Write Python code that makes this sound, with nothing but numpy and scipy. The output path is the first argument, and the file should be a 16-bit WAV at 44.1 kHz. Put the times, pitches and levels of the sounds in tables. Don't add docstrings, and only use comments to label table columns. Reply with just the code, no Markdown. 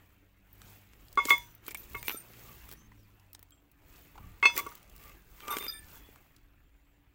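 import sys
import numpy as np
from scipy import signal
from scipy.io import wavfile
from scipy.ndimage import uniform_filter1d

SR = 44100
rng = np.random.default_rng(int(sys.argv[2]) if len(sys.argv) > 2 else 0)


def volts_from_decibels(level):
    exponent = np.asarray(level, float) / 20
    return 10 ** exponent


def generate_wav(sig):
    pcm = np.round(np.clip(np.atleast_2d(sig).T, -1, 1) * 32767).astype(np.int16)
    wavfile.write(sys.argv[1], SR, pcm)


N = 314874


def evened(x):
    return x / np.sqrt(np.mean(x ** 2) + 1e-20)


def add(mix, start_s, sound):
    part = mix[round(start_s * SR):][:len(sound)]
    part += sound[:len(part)]


def curve(rows, column):
    rows = np.asarray(rows)
    return np.interp(np.arange(N) / SR, rows[:, 0], rows[:, column])


def swells(rows, rest_db, bend):
    t = np.arange(0, N / SR + .01, .002)
    power = volts_from_decibels(2 * rest_db)
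    for peak_s, *spans_s, level_db in rows:
        span_s = np.where(t < peak_s, spans_s[0], spans_s[-1])
        fall_db = 20 * (abs(t - peak_s) / span_s) ** bend
        power = power + volts_from_decibels(2 * (level_db - fall_db))
    return np.interp(np.arange(N) / SR, t, 10 * np.log10(power))


def resonate(x, hz, width_hz):
    turn = np.exp(2j * np.pi * np.cumsum(hz * np.ones(len(x))) / SR)
    r = np.exp(-np.pi * width_hz / SR)
    return 2 * (turn * signal.lfilter([1 - r], [1, -r], x / turn)).real


def band(x, lo_hz, hi_hz):
    return signal.sosfilt(signal.butter(2, [lo_hz, hi_hz], "bandpass", fs=SR, output="sos"), x)


def noise(points, patchy_db, flicker_db, size):
    frames, hz = 4 * N // size + 5, np.fft.rfftfreq(size, 1 / SR)
    a, b, patches = rng.standard_normal((frames, len(hz), 3)).T
    patches = uniform_filter1d(patches, size=7, axis=0)
    patches = evened(uniform_filter1d(patches, size=9, axis=1))
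    flicker = np.minimum(rng.exponential(1, frames), 4)
    point_hz, point_db = np.transpose(points)
    colour_db = np.interp(np.log(hz + 1), np.log(point_hz + 1), point_db, -90, -90)
    z = (a + 1j * b) * volts_from_decibels(colour_db[:, None] + patchy_db * patches + flicker_db * flicker)
    return evened(signal.istft(z, nperseg=size, noverlap=3 * size // 4)[1][:N])


# freq_hz, density_db
WIND_COLOUR = [(8.8, -34.5), (15, -1), (52, 7), (210, -15), (330, -14), (430, -29), (730, -120)]
# peak_s, swell_and_fade_20db_s, level_db
WIND_GUSTS = [(0, 0.6, -67), (.75, .8, -68), (1.25, 0.7, -58), (1.97, 0.24, -51), (2.75, .6, -57),
              (3.9, .3, -59), (4.25, 0.19, -49), (4.65, .8, -61), (5.1, .6, -58), (5.8, .5, -56),
              (6.2, 1.2, -63)]


def wind():
    level_db = swells(WIND_GUSTS, rest_db=-71, bend=1.3)
    return volts_from_decibels(level_db) * noise(WIND_COLOUR, patchy_db=2.0, flicker_db=0.0, size=4096)


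# time_s, firing_hz, level_db
ENGINE_FIRING = [(0, 95, -70), (.6, 99, -63), (1.5, 107, -67), (2.5, 116, -60), (3.0, 105, -64),
                 (3.5, 88, -69), (3.7, 85, -86), (4.3, 99, -80), (4.6, 100, -65), (5.15, 101, -66),
                 (5.4, 98, -78), (7.14, 96, -82)]
ENGINE_ORDERS = [-3, -2.5, -14, -10]
# freq_hz, width_hz, level_db
ENGINE_HUMS = [
    (48.5, 3, -73),
    (288, 8, -77),
]


def engine():
    turns = np.cumsum(curve(ENGINE_FIRING, 1)) / SR
    drone = 0
    for k, order_db in enumerate(ENGINE_ORDERS):
        waver = uniform_filter1d(rng.standard_normal(N), size=5000)
        waver = evened(uniform_filter1d(waver, size=5000))
        drone = drone + volts_from_decibels(order_db + 3.5 * waver) * np.sin(np.pi * (k + 1) * turns + 0.6 * waver)
    out = volts_from_decibels(curve(ENGINE_FIRING, 2) + 3) * drone
    air = rng.standard_normal(N)
    for hz, width_hz, level_db in ENGINE_HUMS:
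        out += volts_from_decibels(level_db) * evened(resonate(resonate(air, hz, width_hz), hz, 3 * width_hz))
    return out


# [time_s, pitch_hz]
BIRD_NOTES = [
    (-69, [(2.765, 5600), (2.78, 6050), (2.825, 6250)]),
    (-76, [(2.81, 6200), (2.88, 6450)]),
    (-72, [(2.755, 10300), (2.77, 10650), (2.79, 10400)]),
    (-81, [(2.96, 5740), (3.0, 5740), (3.07, 4200)]),
    (-88, [(6.585, 6540), (6.605, 6900), (6.63, 7180), (6.67, 7330), (6.69, 7220)]),
    (-88, [(6.705, 7050), (6.74, 7380), (6.80, 6950), (6.83, 7150), (6.87, 7750), (6.905, 7950), (6.925, 7450), (7.0, 6800)]),
    (-93, [(6.555, 8650), (6.60, 9650)]),
    (-93, [(6.69, 9150), (6.74, 9150), (6.77, 8800), (6.81, 8800)]),
    (-93, [(6.86, 9000), (6.89, 9000)]),
    (-94, [(6.95, 9450), (7.02, 9450)]),
]


def bird():
    out = np.zeros(N)
    for level_db, rows in BIRD_NOTES:
        time_s, pitch_hz = np.transpose(rows)
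        t = np.arange(time_s[0], time_s[-1], 1 / SR)
        glide_hz = np.interp(t, time_s, pitch_hz)
        tone = np.sin(2 * np.pi * np.cumsum(glide_hz) / SR)
        blur = evened(resonate(rng.standard_normal(len(t)), glide_hz, 200))
        blur_share = 1.1 if pitch_hz.mean() < 6500 else 0.3
        add(out, time_s[0], volts_from_decibels(level_db) * (tone + blur_share * blur) * signal.windows.tukey(len(t), .25))
    return out


# peak_s, swell_20db_s, fade_20db_s, level_db
GRIP_BUFFETS = [
    (1.97, .08, .08, -57),
    (2.5, .1, .1, -63),
    (4.25, .12, .12, -52),
    (4.46, .06, .06, -60),
]


def grip():
    thump = evened(band(band(rng.standard_normal(N), 25, 170), 20, 200))
    return volts_from_decibels(swells(GRIP_BUFFETS, rest_db=-110, bend=1.5)) * thump


HANDS_STILL_DB = -87
# freq_hz, density_db
YARD_COLOUR = [(76, -29), (130, -5.5), (256, -15), (294, -11), (317, -8), (484, -14.5), (2620, -15.5),
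               (4800, -33.5), (6240, -59.5), (10600, -120)]


def yard(hands_db):
    effort_db = uniform_filter1d(np.minimum(hands_db, -56), size=3500) - HANDS_STILL_DB
    return volts_from_decibels(-73 + .57 * effort_db) * noise(YARD_COLOUR, patchy_db=2.5, flicker_db=1.3, size=1024)


# freq_hz, density_db
RUB_COLOUR = [(1500, -22), (3300, -3.5), (5000, -6), (7600, -1.5), (9300, -10.5), (11500, -14)]


def rub(hands_db):
    return volts_from_decibels(hands_db - 0.5) * noise(RUB_COLOUR, patchy_db=1.5, flicker_db=2.8, size=256)


# freq_hz, density_db
FIZZ_COLOUR = [(8500, -22), (10300, -12), (13000, -5), (15000, 1), (15720, 2)]


def fizz(hands_db):
    return volts_from_decibels(hands_db + 5.5) * noise(FIZZ_COLOUR, patchy_db=2.0, flicker_db=2.5, size=256)


def slips(per_s, spread_db, most):
    strength = volts_from_decibels(spread_db * np.minimum(rng.exponential(1, N), most))
    return strength * (rng.random(N) < per_s / SR) * rng.standard_normal(N)


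def crackle(hands_db):
    crease = rng.standard_normal(90) * np.exp(-np.arange(90) / 25)
    pops = signal.oaconvolve(slips(per_s=900, spread_db=4.5, most=4), crease)[:N]
    return volts_from_decibels(np.minimum(hands_db, -54) - 6) * evened(band(pops, 2000, 9000))


# peak_s, swell_20db_s, fade_20db_s, level_db
HAND_STROKES = [(0, .1, .5, -79), (.72, 0.27, 0.18, -65.5), (1.1, 0.54, 0.5, -73),
                (1.262, 0.05, 0.07, -53.5), (1.3, .03, .055, -41), (1.37, 0.07, 0.23, -62),
                (1.68, 0.05, 0.04, -58.5), (1.72, 0.05, 0.01, -58), (1.84, 0.15, 0.05, -61.5),
                (1.93, 0.1, 0.32, -63), (2.075, 0.0553, 0.1829, -55.5), (2.48, .5, 0.36, -62.5),
                (2.73, .3, .05, -67), (3.0, 1, 1, -80.5), (3.97, 0.2, 0.28, -67.5), (4.3, 0.44, 0.7, -73),
                (4.588, 0.0534, 0.0351, -44), (4.62, 0.22, 0.29, -62.5), (5.05, 0.24, 0.22, -65.5),
                (5.38, 0.3, 0.24, -71), (5.57, 0.23, .22, -55.5), (5.975, .3, .04, -62),
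                (6.05, 0.3, .45, -71)]


def hands():
    hands_db = swells(HAND_STROKES, HANDS_STILL_DB, bend=1.415)
    return yard(hands_db) + rub(hands_db) + fizz(hands_db) + crackle(hands_db)


# start_s, pitch_hz, level_db
FINGER_PATS = [(4.497, 1300, -36), (4.566, 2050, -30), (4.577, 2200, -27), (4.588, 2100, -31),
               (4.597, 2250, -32), (4.715, 1200, -44), (5.538, 2250, -39), (5.418, 3100, -48),
               (5.605, 2100, -42), (5.615, 2400, -43), (5.642, 2300, -41), (5.655, 2500, -43),
               (5.527, 2150, -37), (4.153, 850, -47), (4.177, 970, -43), (1.684, 2300, -38),
               (1.712, 2300, -40), (1.747, 2250, -32), (2.915, 1000, -51), (2.915, 2000, -51)]


def pats():
    out, t = np.zeros(N), np.arange(1500) / SR
    for start_s, pitch_hz, level_db in FINGER_PATS:
        push = rng.standard_normal(len(t)) * t * np.exp(-t / 0.0029)
        body = resonate(push, pitch_hz, width_hz=140)
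        add(out, start_s, volts_from_decibels(level_db) * body / abs(body).max())
    return out


# start_s, grit_on_steel_db, film_snap_db
LIGHT_TICKS = [(0.5292, -63, -45), (1.0844, -44.5, -62), (1.1278, -46, -45), (1.1553, -45.5, -50.5),
               (1.2734, -33, -34), (1.2964, -18, -27), (1.38, -45.5, -32.5), (1.5506, -56, -43),
               (1.6663, -35, -47), (1.8981, -53, -45.5), (3.3316, -49, -40), (3.5074, -53, -51),
               (3.7155, -58, -53), (4.59, -27.5, -50), (4.6907, -44, -55), (3.197, -55, -64),
               (4.753, -43, -42), (4.8294, -47.5, -55), (4.9631, -47, -47), (5.5144, -38, -41),
               (5.6394, -42, -46), (6.3639, -50, -64),
               (1.264, -36, -45), (1.772, -42, -42), (1.9178, -56, -48), (1.9333, -52, -44),
             (1.9717, -50, -50), (1.9936, -47, -50), (2.039, -52, -48), (2.049, -45, -42),
             (2.056, -47, -44), (2.073, -40, -38), (2.122, -40, -40), (2.131, -50, -42), (2.147, -43, -44),
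             (3.347, -52, -50), (4.5653, -28, -30), (4.597, -33, -40), (4.666, -40, -48), (4.711, -52, -55),
             (4.725, -50, -55), (4.778, -51, -55), (4.8785, -56, -60), (4.897, -48, -56),
             (4.9803, -46, -50), (5.0272, -52, -54), (5.0377, -49, -52), (5.095, -48, -50)]
# start_s, blow_db, steel_edge_db, film_snap_db
BOX_KNOCKS = [(0.9343, -49.5, -52, -60.5), (1.1742, -25, -46, -53), (1.2535, -29, -21, -38),
              (1.6811, -30.5, -40, -28), (1.709, -40, -32.5, -45), (1.9505, -31, -48, -38),
              (2.6898, -43, -43.5, -43), (2.7137, -44, -39, -41), (2.724, -43, -43, -40),
              (3.3937, -52, -46, -47), (3.4281, -51, -48, -44), (2.7352, -45.5, -50, -42),
              (4.5777, -27, -22, -20), (5.4805, -29, -32, -44), (5.5053, -49, -56, -39),
              (5.5683, -22, -28, -43), (5.665, -33, -38, -41)]
# start_s, blow_db, steel_edge_db, film_snap_db
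TOOTH_CLINKS = [(0.618, -44.5, -37.5, -59), (1.3034, -16, -21.5, -32), (1.7469, -31, -29, -29),
                (2.0288, -31.5, -33.5, -31), (2.0822, -17, -31, -20), (2.096, -20, -32, -39),
                (2.105, -26, -55.5, -42), (2.1131, -31, -46.5, -33), (3.3498, -41, -35, -46),
                (4.4273, -21, -44, -53.5), (4.4543, -12, -29, -56), (5.4041, -39, -43.5, -52),
                (5.5242, -38, -31, -50), (5.5851, -29.5, -28, -36), (5.6264, -31.5, -38, -49),
                (6.1597, -44, -50, -54)]
# start_s, thud_db
KNUCKLE_BUMPS = [
    (1.257, -33),
    (1.31, -36),
    (1.335, -40),
    (4.557, -43),
    (4.572, -40),
    (4.61, -44),
    (5.609, -45),
    (2.1452, -38.5),
    (4.6663, -41),
    (6.089, -49.5),
]
# freq_hz, width_hz, level_db
BOX_MODES = [
    (410, 95, 9),
    (310, 60, 2),
]
SNAP_COLOUR = [-1, 3, -1, 2]


def ticks():
    events = LIGHT_TICKS
    for rows, thud_under_blow_db in ((BOX_KNOCKS, -11), (TOOTH_CLINKS, -23.5)):
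        for start_s, blow_db, edge_db, film_db in rows:
            events = events + [(start_s, edge_db, film_db, blow_db, blow_db + thud_under_blow_db)]
    for start_s, thud_db in KNUCKLE_BUMPS:
        events = events + [(start_s, thud_db - 14, thud_db - 10, thud_db - 16, thud_db)]

    out, t = np.zeros(N), np.arange(1600) / SR
    push = np.exp(-(t / .0004 - 2) ** 2)
    thud = sum(volts_from_decibels(db) * resonate(push, hz, width_hz) for hz, width_hz, db in BOX_MODES)
    for start_s, *levels_db in events:
        snap = rng.standard_normal(len(t)) * t * np.exp(-t / rng.uniform(0.00031, 0.0015))
        steel = band(snap, 3000, 10000)
        air = band(band(snap, 13000, 17500), 10000, 17500)
        body = band(band(snap, 760, 3600), 800, 3300)
        for part, level_db, colour_db in zip((steel, air, body, thud), levels_db, SNAP_COLOUR):
            add(out, start_s - .0007, volts_from_decibels(level_db + colour_db) * part / abs(part).max())
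    return out


# peak_s, swell_20db_s, fade_20db_s, level_db
DRAG_PULLS = [
    (4.24, 0.2, 0.25, -65),
    (4.575, 0.03, 0.0457, -42),
    (4.65, 0.08, 0.16, -53.5),
    (5.1, 0.19, .07, -55.5),
    (5.52, .12, .16, -46),
    (5.64, .1, 0.05, -49),
    (2.5, .12, .1, -60),
]
# freq_hz, width_hz, level_db
DRAGGED_BANDS = [(430, 60, -6), (943, 98, -7), (1155, 34, -1.5), (2150, 200, -5), (2600, 70, -10)]


def drag():
    teeth = slips(per_s=2000, spread_db=4, most=3)
    body = 0
    for hz, width_hz, level_db in DRAGGED_BANDS:
        shaken = resonate(resonate(teeth, hz, 2.8 * width_hz), hz, 5 * width_hz)
        body = body + volts_from_decibels(level_db) * evened(shaken)
    return evened(body) * volts_from_decibels(swells(DRAG_PULLS, rest_db=-110, bend=1.2))


# start_s, level_db, pitch_hz of the loaded rim
ROCK_CONTACTS = [(5.440, -46, 1190), (5.452, -50, 1180), (5.471, -45, 1180), (5.481, -37, 1210),
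                 (5.488, -35, 1190), (5.496, -34, 1200), (5.504, -32, 1220), (5.511, -29, 1185),
                 (5.520, -33, 1170), (5.527, -29, 1155), (5.538, -31, 1150), (5.548, -36, 1145),
                 (5.560, -39, 1145), (5.575, -42, 1145)]
# freq_hz, level_db, t60_s
ROCK_SIDE_MODES = [(940, -9, .05), (1400, -6, .03), (2180, -14, .05)]


def rocking():
    start_s, level_db, pitch_hz = np.transpose(ROCK_CONTACTS)
    t = np.arange(start_s[0], start_s[-1] + .06, 1 / SR)
    last = np.searchsorted(start_s, t, "right") - 1
    since = t - start_s[last]
    rim_t60_s = .085
    tone = np.sin(2 * np.pi * np.cumsum(np.interp(t, start_s, pitch_hz)) / SR) * volts_from_decibels(-60 * since / rim_t60_s)
    detune = rng.uniform(.94, 1.06, (len(start_s), len(ROCK_SIDE_MODES)))[last]
    for k, (hz, side_db, t60_s) in enumerate(ROCK_SIDE_MODES):
        tone = tone + volts_from_decibels(side_db - 60 * since / t60_s) * np.sin(2 * np.pi * hz * detune[:, k] * since)
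    out = np.zeros(N)
    add(out, start_s[0], tone * uniform_filter1d(volts_from_decibels(level_db[last]), size=30))
    return out


# start_s, level_db
BEARING_TAPS = [
    (3.521, -54.5),
    (3.576, -67.5),
]
# freq_hz, level_db, t60_s
BEARING_MODES = [(7600, -4.5, 0.13), (8430, -26, 0.22), (9800, -26, 0.12), (3220, -4, 0.071)]


def race():
    out, t = np.zeros(N), np.arange(SR // 4) / SR
    for start_s, tap_db in BEARING_TAPS:
        for hz, mode_db, t60_s in BEARING_MODES:
            add(out, start_s, volts_from_decibels(tap_db + mode_db - 60 * t / t60_s) * np.sin(2 * np.pi * hz * t))
    return out


# freq_hz, t60_s, level_db
GEAR_HIGH_MODES = [
    [(3604, .4, 0)],
    [(4896, .4, 0)],
    [(8757, .5, 0), (8795, .2, -5)],
    [(11545, .25, 0), (5930, .4, -12)],
    [(13540, .3, -2.5), (14137, .8, -10)],
]
# freq_hz, t60_s, level_db
GEAR_LOW_MODES = [
    [(1326, 0.43, 0)],
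    [(1754, 0.5, 0)],
    [(2335, 0.57, 0)],
    [(3400, .6, 0)],
]
# start_s, level_db, free_s until a touch
FIRST_LIFT_STRIKES = [
    [(1.972, -62, .023), (2.119, -54, .045)],
    [(1.99, -62, .13), (2.119, -62, .11)],
    [(1.972, -60, .02), (1.99, -55, .03), (2.049, -54, .07), (2.16, -49, .065)],
    [(1.772, -52, 0.04), (1.993, -54, .012), (2.073, -48, .01), (2.083, -34.5, 0.014), (2.119, -43, .07)],
    [(1.772, -45, .043), (1.972, -50, .05), (2.049, -45.5, .034), (2.083, -35, 0.033), (2.119, -39, .04),
     (2.16, -46.5, .065)],
    [(2.122, -55, .026), (2.148, -48, 0.016)],
    [],
    [(2.032, -56, .015), (2.05, -50, .028), (2.122, -53, .043)],
]
SECOND_LIFT_STRIKES = [
    [(5.505, -43, .045), (5.597, -45, .03), (5.627, -43, .03), (5.658, -44, .02), (5.682, -46, .018),
     (5.703, -42, .012), (5.724, -42, .012), (5.745, -53, .04)],
    [(5.515, -55, .08), (5.597, -56, .08), (5.682, -33, .021), (5.725, -56, .09)],
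    [(5.505, -48, .09), (5.597, -49, .125), (5.725, -44.5, .075)],
    [(5.505, -37.5, .025), (5.53, -50, .07), (5.682, -48, .06)],
    [(5.468, -50, .04), (5.505, -43, .03), (5.53, -43, .04), (5.57, -41, .03), (5.597, -43, .045),
     (5.64, -43, .045), (5.682, -43, .045), (5.725, -49, .09)],
    [(5.678, -48, .027), (5.737, -60, .053)],
    [(5.69, -55, .05), (5.737, -51.5, .14)],
    [(5.43, -56, .06), (5.678, -53, .027), (5.737, -57, .1)],
    [(5.95, -68, .08), (6.03, -66, .07)],
]


def gear(lift):
    touch_db, held_db_per_s = -11, -160
    out = np.zeros(N)
    for strikes, modes in zip(lift, GEAR_HIGH_MODES + GEAR_LOW_MODES):
        if not strikes:
            continue
        start_s, level_db, free_s = np.transpose(strikes)
        t = np.arange(start_s[0], start_s[-1] + .22, 1 / SR)
        last = np.searchsorted(start_s, t, "right") - 1
        since = t - start_s[last]
        held = since - free_s[last]
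        db = level_db[last] + (held > 0) * (touch_db + held_db_per_s * held)
        db = db + 3.8 * evened(uniform_filter1d(rng.standard_normal(len(t)), size=300))
        onset = np.minimum((t - t[0]) / .002, 1)
        for hz, t60_s, mode_db in modes:
            size = uniform_filter1d(volts_from_decibels(db + mode_db - 60 * since / t60_s), size=130) * onset
            add(out, t[0], size * np.sin(2 * np.pi * (hz * t + rng.random())))
    return out


RING_MODES_HZ = [415, 953, 1102, 1138, 1410, 2090, 2161, 2607, 3447, 4362, 4982, 5965, 6121, 6342, 6740,
                 7946, 8400, 8705, 9878, 10850, 13200, 15600]
# t60_s, place0_db, place1_db, place2_db, place3_db
RING_DECAYS = [(0.15, -34.5, -32, -44, -44), (0.3, -35.5, -32, -32, -41), (0.057, -27.5, -30.5, -33, -20),
               (0.16, -12.5, -15, -29, -29), (0.07, -21, -23.5, -36, -33), (0.14, -32, -24, -31, -30),
               (0.2, -21.5, -9.5, -18, -18), (0.113, -43, -31, -29, -10.5), (0.21, -33, -21.5, -43, -26),
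               (0.11, -58, -40, -51, -26), (0.3, -54, -47, -51, -43), (0.56, -58.5, -49, -63, -46),
               (0.14, -70.5, -64.5, -56.5, -35), (0.08, -66.5, -59.5, -63, -37),
               (0.3, -53, -44, -55, -54.5), (0.1, -59.5, -60.5, -52, -43), (0.35, -68, -52, -71.5, -52),
               (0.26, -77.5, -47, -69, -62), (0.14, -78, -60, -68.5, -53), (0.12, -59, -58, -64.5, -58),
               (0.15, -64, -54, -66.5, -68.5), (0.1, -67.5, -48.5, -65, -50)]
# start_s, blow_db, extra_1k1_db, extra_2k2_db, free_s until a contact muffles the low modes
RING_BLOWS = [
    [(1.1735, -3, -1, -3, .020), (1.186, -11, 0, -6, .008), (1.284, -17, 2, 8, .018),
     (4.583, -11, -5, -9, .018), (4.663, -18, -1, -8, .012)],
    [(1.305, -1, -3, -1, .042), (1.198, -23, -12, 7, .016), (1.268, -30, -10, 3, .012)],
    [(4.427, -1, 2, 0, .027), (1.945, -15, 8, -1, .03)],
    [(4.455, 0, -1, -2, .012), (4.435, -13.5, 3, 4, .018)],
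]


def ring():
    out, t = np.zeros(N), np.arange(16500) / SR
    hz = np.array(RING_MODES_HZ)[:, None]
    t60_s, *places_db = np.transpose(RING_DECAYS)[:, :, None]
    phase = rng.random(hz.shape)
    low = (hz != RING_MODES_HZ[1]) & (hz < 2300)
    near_1k1 = hz < 1500
    muffling_s, muffled_db = np.where(near_1k1, .010, .022), np.where(near_1k1, -17, -12)
    firm_db, glancing_loss_db_per_db, glancing_hz = -12, 3, 3000
    rattle_db, rattle_t60_s = -40, .2
    for place_db, blows in zip(places_db, RING_BLOWS):
        for start_s, blow_db, extra_1k1_db, extra_2k2_db, free_s in blows:
            db = blow_db + place_db + low * np.where(near_1k1, extra_1k1_db, extra_2k2_db) - 60 * t / t60_s
            db = db + (hz > glancing_hz) * glancing_loss_db_per_db * min(blow_db - firm_db, 0)
            muffle = np.clip((t - free_s) / muffling_s, 0, 1)
            chatter = rng.standard_normal((len(hz), len(t)))
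            chatter = evened(uniform_filter1d(chatter, size=180, axis=1))
            db = db + .8 * chatter + low * muffle * (muffled_db + 3.5 * chatter)
            modes = volts_from_decibels(db) * np.sin(2 * np.pi * (hz * (round(start_s * SR) / SR + t) + phase))
            rattle = evened(band(rng.standard_normal(len(t)), 350, 1700))
            rattle = rattle * volts_from_decibels(blow_db + rattle_db - 60 * t / rattle_t60_s)
            onset = np.minimum(t / (.0016 - .00008 * blow_db), 1)
            add(out, start_s, (modes.sum(0) + rattle) * onset)
    return out


def box_echo(x):
    t = np.arange(3000) / SR
    sparse = (rng.random(len(t)) < .05) * (t > .001)
    taps = rng.choice([-1., 1.], len(t)) * sparse * volts_from_decibels(-60 * t / .045)
    return signal.oaconvolve(x, taps / np.linalg.norm(taps))[:N]


def scene():
    far = wind() + engine() + bird()
    small = ticks() + drag() + pats()
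    steel = ring() + rocking() + gear(FIRST_LIFT_STRIKES) + gear(SECOND_LIFT_STRIKES) + race()
    echo = box_echo(volts_from_decibels(-11) * small + volts_from_decibels(-19) * steel)
    return (far + grip() + hands() + small + steel + echo)[None]


def roll_off(x):
    return signal.sosfilt(signal.butter(12, 17000, fs=SR, output="sos"), x)


def record(dry):
    edge = signal.firwin(255, 16700, window=("kaiser", 9), fs=SR)
    mix = signal.oaconvolve(dry, edge[None], "same")
    return roll_off(mix)


dry = scene()
out = record(dry)
generate_wav(out)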